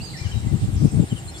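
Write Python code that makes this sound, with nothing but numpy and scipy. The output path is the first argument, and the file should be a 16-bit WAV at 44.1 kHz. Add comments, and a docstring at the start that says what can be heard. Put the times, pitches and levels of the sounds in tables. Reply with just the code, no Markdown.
"""Wind rumbles on the microphone, buffets harder, mostly at its left port, and dies away.
Eddies push the air at the ports to and fro. Behind the wind a reed bed hisses and faint far tones hum.
Distant birds whistle and rasp; the stems scatter and echo the whistles.
Three insects chirp in steady rhythms, each chirp a run of strokes on a wing resonance."""
import sys
import numpy as np
from scipy import signal
from scipy.io import wavfile
from scipy.ndimage import uniform_filter1d

SR = 44100
rng = np.random.default_rng(int(sys.argv[2]) if len(sys.argv) > 2 else 0)


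def materialize(psi):
    """Save the field psi as 16-bit PCM at rate SR to the path in sys.argv[1].

    A 1-D psi becomes a single channel; in a 2-D psi each row is a channel.
    """
    bounded = np.clip(np.atleast_2d(psi).T, -1, 1)
    quanta = np.round(bounded * 32767).astype(np.int16)
    wavfile.write(sys.argv[1], SR, quanta)


N = 61739
T = np.arange(N) / SR


def from_db(db):
    """Decibels to gain."""
    return 10 ** (np.asarray(db) / 20)


def unit_rms(x):
    """Scale to rms 1."""
    return x / np.sqrt(np.mean(x ** 2) + 1e-20)


def log_lookup(curve, x):
    """Interpolate (x, y) points on a log x axis."""
    xs, ys = np.transpose(curve)
    return np.interp(np.log(x), np.log(xs), ys)


def pan_gains(pan_db):
    """Constant-power gains; pan is left minus right."""
    gains = from_db(np.array([[.5], [-.5]]) * pan_db)
    return gains / np.sqrt(np.mean(gains ** 2, axis=0))


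def drift(knots_per_s):
    """Random wander, rms 1."""
    knots = rng.standard_normal(1200)
    return unit_rms(np.interp(T * knots_per_s, np.arange(len(knots)), knots))


def band_noise(low_hz, high_hz, correlation, order=3):
    """Stereo noise band, rms 1, with a set left-right correlation."""
    sos = signal.butter(order, [low_hz, min(high_hz, SR * .45)], "band", fs=SR, output="sos")
    mid, side = signal.sosfilt(sos, rng.standard_normal((2, N + SR // 4)))[:, -N:]
    correlation = np.clip(correlation, -.98, .98)
    return unit_rms(np.sqrt(1 + correlation) * mid + np.sqrt(1 - correlation) * side * [[1], [-1]])


def from_the_left(x, lag_s=.000225):
    """Sound from the left reaches the right port later."""
    return np.array([x[0], np.interp(T - lag_s, T, x[1])])


# Buffets: (peak time [s], half-power length [s], relative level [dB], rumble centre [Hz], pan [dB],
# swing share of power [0-1])
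WIND_BUFFETS = [ (.01, 0.043, -30, 86.3, -2.5, 0.23), (0.136, 0.061, -37.5, 120.8, -2, 0.4),
                (0.219, 0.0089, -23.5, 99.4, 9, 0.93), (0.262, 0.022, -19.5, 102.6, 15, 0.92),
                (0.372, 0.11, -28.5, 104, 8, 0.33), (0.365, 0.023, -19, 102.9, 21, 0.7),
                (0.444, 0.021, -24.5, 115.6, 7.5, 0.7), (0.474, 0.017, -16.5, 104.9, 7.5, 0.56),
                (0.501, .025, -25, 79.5, 4, 0.67), (0.539, 0.032, -15, 129.6, 18, 0.41),
                (0.583, 0.026, -28.5, 100.4, 5.5, 0.18), (0.637, 0.031, -17, 107.4, -7.5, 0.42),
                (0.69, 0.022, -21, 121.4, 16, 0.34), (0.758, 0.055, -18.5, 98.9, 8, 0.36),
                (.828, 0.033, -15, 130.6, 10, 0.64), (0.853, .018, -11.5, 158.4, 7.5, 0.41),
                (0.876, 0.014, -16.5, 110.1, 7.5, 0.53), (0.947, 0.031, -17.5, 141.7, 10.5, 0.56),
                (0.977, 0.018, -16, 151.5, 11, 0.5), (0.999, 0.017, -11, 158.3, 12, 0.35),
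                (1.031, 0.02, -16, 150.5, 7.5, 0.43), (1.07, 0.027, -40, 124.5, -1, .3),
                (1.127, 0.012, -18, 142.9, 12, 0.26), (1.15, 0.019, -27, 129.5, 8.5, 0.51),
                (1.218, 0.032, -40.5, 115.3, 3, 0.36), (1.265, 0.025, -32, 79.7, 7, 0.32)]


def buffets(lull_db=-44, steepness=2.57):
    """Buffets swell and fade over a lull; the strongest dominates centre, pan and swing share."""
    peak_s, length_s, db, *traits = np.transpose(WIND_BUFFETS)
    offset = (T - peak_s[:, None]) / length_s[:, None]
    power = from_db(db)[:, None] ** 2 * .5 ** (np.abs(2 * offset) ** steepness)
    lull = from_db(lull_db) ** 2
    total = power.sum(0) + lull
    blended = [(trait @ power + lull * np.median(trait)) / total for trait in traits]
    return np.sqrt(total), *blended


# Eddy spectrum: (frequency / rumble centre [ratio], relative density [dB])
EDDY_SPECTRUM = [(.2, -25), (.4, -9.5), (.7, -1.5), (1, -5.5), (1.4, -8), (2, -11.5), (3, -26.5),
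                 (4.5, -35.5), (9, -78)]


def wind(gain_db=.5, smooth_s=.042, wander=.1442, port_slip_rad=.45):
    """Eddies push the air at the ports to and fro: a tight swing amid rough rumble."""
    strength, centre_hz, pan_db, swing_share = buffets()
    edges_hz = 20 * 2 ** np.arange(0, 6.6, .5)
    rumble = 0
    for low, high in zip(edges_hz, edges_hz[1:]):
        ratio = np.sqrt(low * high) / centre_hz
        gain = np.sqrt(high - low) * from_db(log_lookup(EDDY_SPECTRUM, ratio))
        sides = pan_gains(pan_db * np.minimum(ratio, 1.3))  # large eddies cover both ports
        rumble += band_noise(low, high, correlation=.29) * gain * sides
    power = uniform_filter1d(np.mean(rumble ** 2, axis=0), int(smooth_s * SR))
    power = uniform_filter1d(power, int(smooth_s * SR / 2))
    rumble /= np.sqrt(power + 1e-12)
    swing_hz = centre_hz * np.exp(wander * drift(110))
    cycles = np.cumsum(swing_hz) / SR + rng.random()
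    slip_rad = port_slip_rad * np.array([drift(16), drift(26.3)])
    swing = np.sqrt(2) * np.sin(2 * np.pi * cycles + slip_rad) * pan_gains(pan_db)
    mix = np.sqrt(1 - swing_share) * rumble + np.sqrt(swing_share) * swing
    return mix * strength * from_db(gain_db)


# Reeds and far surroundings: (frequency [Hz], relative density [dB])
REED_SPECTRUM = [(25, -20), (55, 2.5), (110, 4), (170, -1), (240, -15.5), (320, -4), (450, -12), (620, -14),
                 (800, -10), (960, -18), (1500, -17.5), (2200, -19), (4000, -21.5), (6300, -27),
                 (8000, -18), (9000, -24), (9700, -30.5), (15500, -36)]
# Their stereo image: (frequency [Hz], left-right correlation [0-1])
REED_CORRELATION = [(50, 0.85), (300, 0.8), (700, 0.19), (1200, 1), (2500, 0.19), (5000, 0.27),
                    (9000, 0.076), (14000, 0.13)]


def reeds(level_db=-38, flicker_db=1.5):
    """Wide, steady hiss over a far rumble; each band flickers."""
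    edges_hz = np.r_[22, 45, 90, 140, 200 * 2 ** np.arange(0, 6.6, .25)]
    out = 0
    for low, high in zip(edges_hz, edges_hz[1:]):
        hz = np.sqrt(low * high)
        band = band_noise(low, high, log_lookup(REED_CORRELATION, hz))
        density_db = log_lookup(REED_SPECTRUM, hz) + flicker_db * drift(24.82)
        out += band * np.sqrt(high - low) * from_db(density_db)
    return from_db(level_db) * unit_rms(out)


# Far hums: (pitch [Hz], width [Hz], level [dB])
FAR_HUMS = [(317.3, 31.4, -53), (780.3, 60, -58.5)]


def hums():
    """Narrow, wavering tones from far away."""
    return sum(band_noise(hz - width_hz / 2, hz + width_hz / 2, correlation=.43, order=2) * from_db(db)
               for hz, width_hz, db in FAR_HUMS)


# Bird notes: (onset [s], length [s], start pitch [Hz], bend at 1/3 [Hz], at 2/3 [Hz], at end [Hz],
# level [dB], pan [dB], scattered share [0-1], echo send [dB])
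BIRD_NOTES = [ (-.008, 0.027, 2394, 195, 400, 450, -42.5, 0, 0.38, -5),
              (.012, 0.1, 4143, 702.5, 220, -120, -39.5, -21, 0.017, -1.5),
              (.046, 0.035, 6316, 184, 128, 502, -47, -22, 0.24, -12),
              (.134, 0.067, 2280, -440, -400, -44, -42.5, -21, 0.014, -2.5),
              (.164, 0.044, 5200, 189, 24, 132, -42, 7, .04, -1),
              (0.172, 0.097, 2433, -48.5, -150, -330, -44.5, 5.5, .5, -4.5),
              (.238, .085, 2380, -720, -740, -700, -49.5, -26, 0.016, -3),
              (0.241, 0.038, 3130, -89, -260, -370, -42.5, 6, 0.25, -2),
              (.311, 0.039, 3137, -87, -290, -370, -42.5, 9.5, 0.31, -8),
              (0.325, 0.088, 3967, -120, -100, -200, -47.5, -35, 0, -4),
              (0.466, 0.067, 2004, 34, 35, -220, -51, 0, .25, -14),
              (.911, .017, 7817, 296.5, 594, 700.5, -41, -13, 0.094, -0.5),
              (1.1, 0.031, 3190, -78.5, -230, -350, -43, 7, 0.45, -6),
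              (1.157, 0.035, 3125, -70, -280, -330, -41, 7, 0.29, -14),
              (1.277, .032, 4065, 151, 160, 171, -41.5, 7, 0.087, -12),
              (1.308, .029, 5310, 20, 21, 55, -48.5, 9, 0.28, -4),
              (1.34, 0.036, 3633, -220, -230, -200, -45.5, 3.5, 0.012, -10),
              (1.364, .02, 4370, 15, 23, 1, -47.5, 5, 0, -7)]


def bird_whistles(edge_s=.0068, waver_hz=22.4, fade_db_per_s=59, flutter_db=1.2):
    """Gliding, fading near-sines, part scattered nearby, part echoed across the marsh."""
    out, echo_send = np.zeros((2, N)), np.zeros((2, N))
    for onset_s, length_s, start_hz, *bends_hz, db, pan_db, scatter, echo_db in BIRD_NOTES:
        progress = np.clip((T - onset_s) / length_s, 0, 1)
        glide = np.polyfit(np.linspace(0, 1, 4), [0, *bends_hz], 3)
        hz = start_hz + np.polyval(glide, progress) + waver_hz * drift(400)
        tone = np.sqrt(2) * np.sin(2 * np.pi * np.cumsum(hz) / SR)
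        to_edge_s = np.minimum(progress, 1 - progress) * length_s
        envelope = np.sin(np.pi / 2 * np.minimum(to_edge_s / edge_s, 1))
        level_db = db - fade_db_per_s * progress * length_s + flutter_db * drift(89.8)
        note = tone * envelope * from_db(level_db)
        note = np.sqrt(1 - scatter) * note + np.sqrt(scatter) * stem_scatter(note)
        note *= pan_gains(pan_db)
        out += from_the_left(note) if pan_db > 0 else note
        echo_send += from_db(echo_db) * note
    return out + marsh_echo(echo_send)


def stem_scatter(note, first_s=.0044, last_s=.023):
    """Early reflections off nearby stems blur a note at equal power."""
    delay_s = T[:int(last_s * SR)]
    noise = rng.standard_normal((2, SR // 8))[:, :len(delay_s)]
    reflections = noise * (delay_s > first_s) * (1 - delay_s / last_s)
    return unit_rms(signal.fftconvolve(note[None], reflections, axes=1)[:, :N]) * note.std()


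def marsh_echo(x, t60_s=.93, rise_s=.02):
    """Countless stems scatter sound back, differently on each side."""
    envelope = from_db(-60 * T / t60_s) * np.minimum(T / rise_s, 1)
    tail = unit_rms(rng.standard_normal((2, N)) * envelope) / np.sqrt(N)
    return signal.fftconvolve(x.mean(0)[None], tail, axes=1)[:, :N]


# Wings: (pitch [Hz], width [Hz], stroke rate [Hz], level at start [dB], midway [dB], at end [dB],
# pan [dB])
INSECT_WINGS = [(7373, 157, 126, -53, -51, -43.5, -2), (7900, 830, 128, -46.5, -57.5, -54, -24),
                (8930, 250, 127, -64, -49.5, -46.5, -4)]
# Chirp timing per insect: (end of first chirp [s], period [s])
CHIRP_TIMING = [(.054, .0898), (.062, .0878), (.111, .109)]


def insects(swell_db=27, release_s=.005, stroke_depth=.22):
    """Quick strokes on a narrow wing resonance; each chirp swells, then stops short."""
    out = 0
    for insect, (first_end_s, period_s) in zip(INSECT_WINGS, CHIRP_TIMING):
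        hz, width_hz, stroke_hz, *levels_db, pan_db = insect
        to_end_s = (first_end_s - T) % period_s
        chirp = from_db(-swell_db * (to_end_s / period_s) ** 2) * np.minimum(to_end_s / release_s, 1)
        strokes = unit_rms(1 + stroke_depth * np.cos(2 * np.pi * stroke_hz * to_end_s))
        wing = band_noise(hz - width_hz / 2, hz + width_hz / 2, correlation=.32, order=2)
        wing /= np.sqrt(uniform_filter1d(wing ** 2, size=400) + 1e-9)  # even out the level
        level_db = np.interp(T, np.linspace(0, T[-1], len(levels_db)), levels_db)
        out += wing * chirp * strokes * from_db(level_db) * pan_gains(pan_db)
    return out


# Hoarse calls: (onset [s], hold [s], t60 [s], centre [Hz], width [Hz], level [dB], pan [dB])
HOARSE_CALLS = [(0.09, 0.1, 0.94, 4270, 750, -48.5, -4), (.165, 0.13, 0.88, 5680, 2030, -49, 5),
                (0.591, 0.058, 0.1, 4150, 2830, -50, -7), (0.759, 0.12, 0.64, 5530, 1514, -49, 0.5),
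                (1.375, 0.035, 0.81, 5230, 1890, -46, 7)]


def bird_rasps(attack_s=.0074):
    """Hoarse calls blurred by distance: noise bands with attack, hold and tail."""
    out = 0
    for onset_s, hold_s, t60_s, hz, width_hz, db, pan_db in HOARSE_CALLS:
        attack = np.clip((T - onset_s) / attack_s, 0, 1)
        decay = from_db(-60 * np.maximum(T - onset_s - hold_s, 0) / t60_s)
        band = band_noise(hz - width_hz / 2, hz + width_hz / 2, correlation=.091)
        out += band * attack * decay * from_db(db) * pan_gains(pan_db)
    return out


def scene():
    """Wind in front; reeds, birds, insects and hums behind."""
    return wind() + from_the_left(reeds() + bird_rasps()) + bird_whistles() + insects() + hums()


def record(dry):
    """Deep bass rolled off, top cut steeply."""
    low_cut_hz, high_cut_hz = 27.5, 15500
    highpass = signal.butter(2, low_cut_hz, "high", fs=SR, output="sos")
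    lowpass = signal.ellip(12, .1, 90, high_cut_hz, fs=SR, output="sos")
    return signal.sosfilt(lowpass, signal.sosfilt(highpass, dry))


dry = scene()
out = record(dry)
materialize(out)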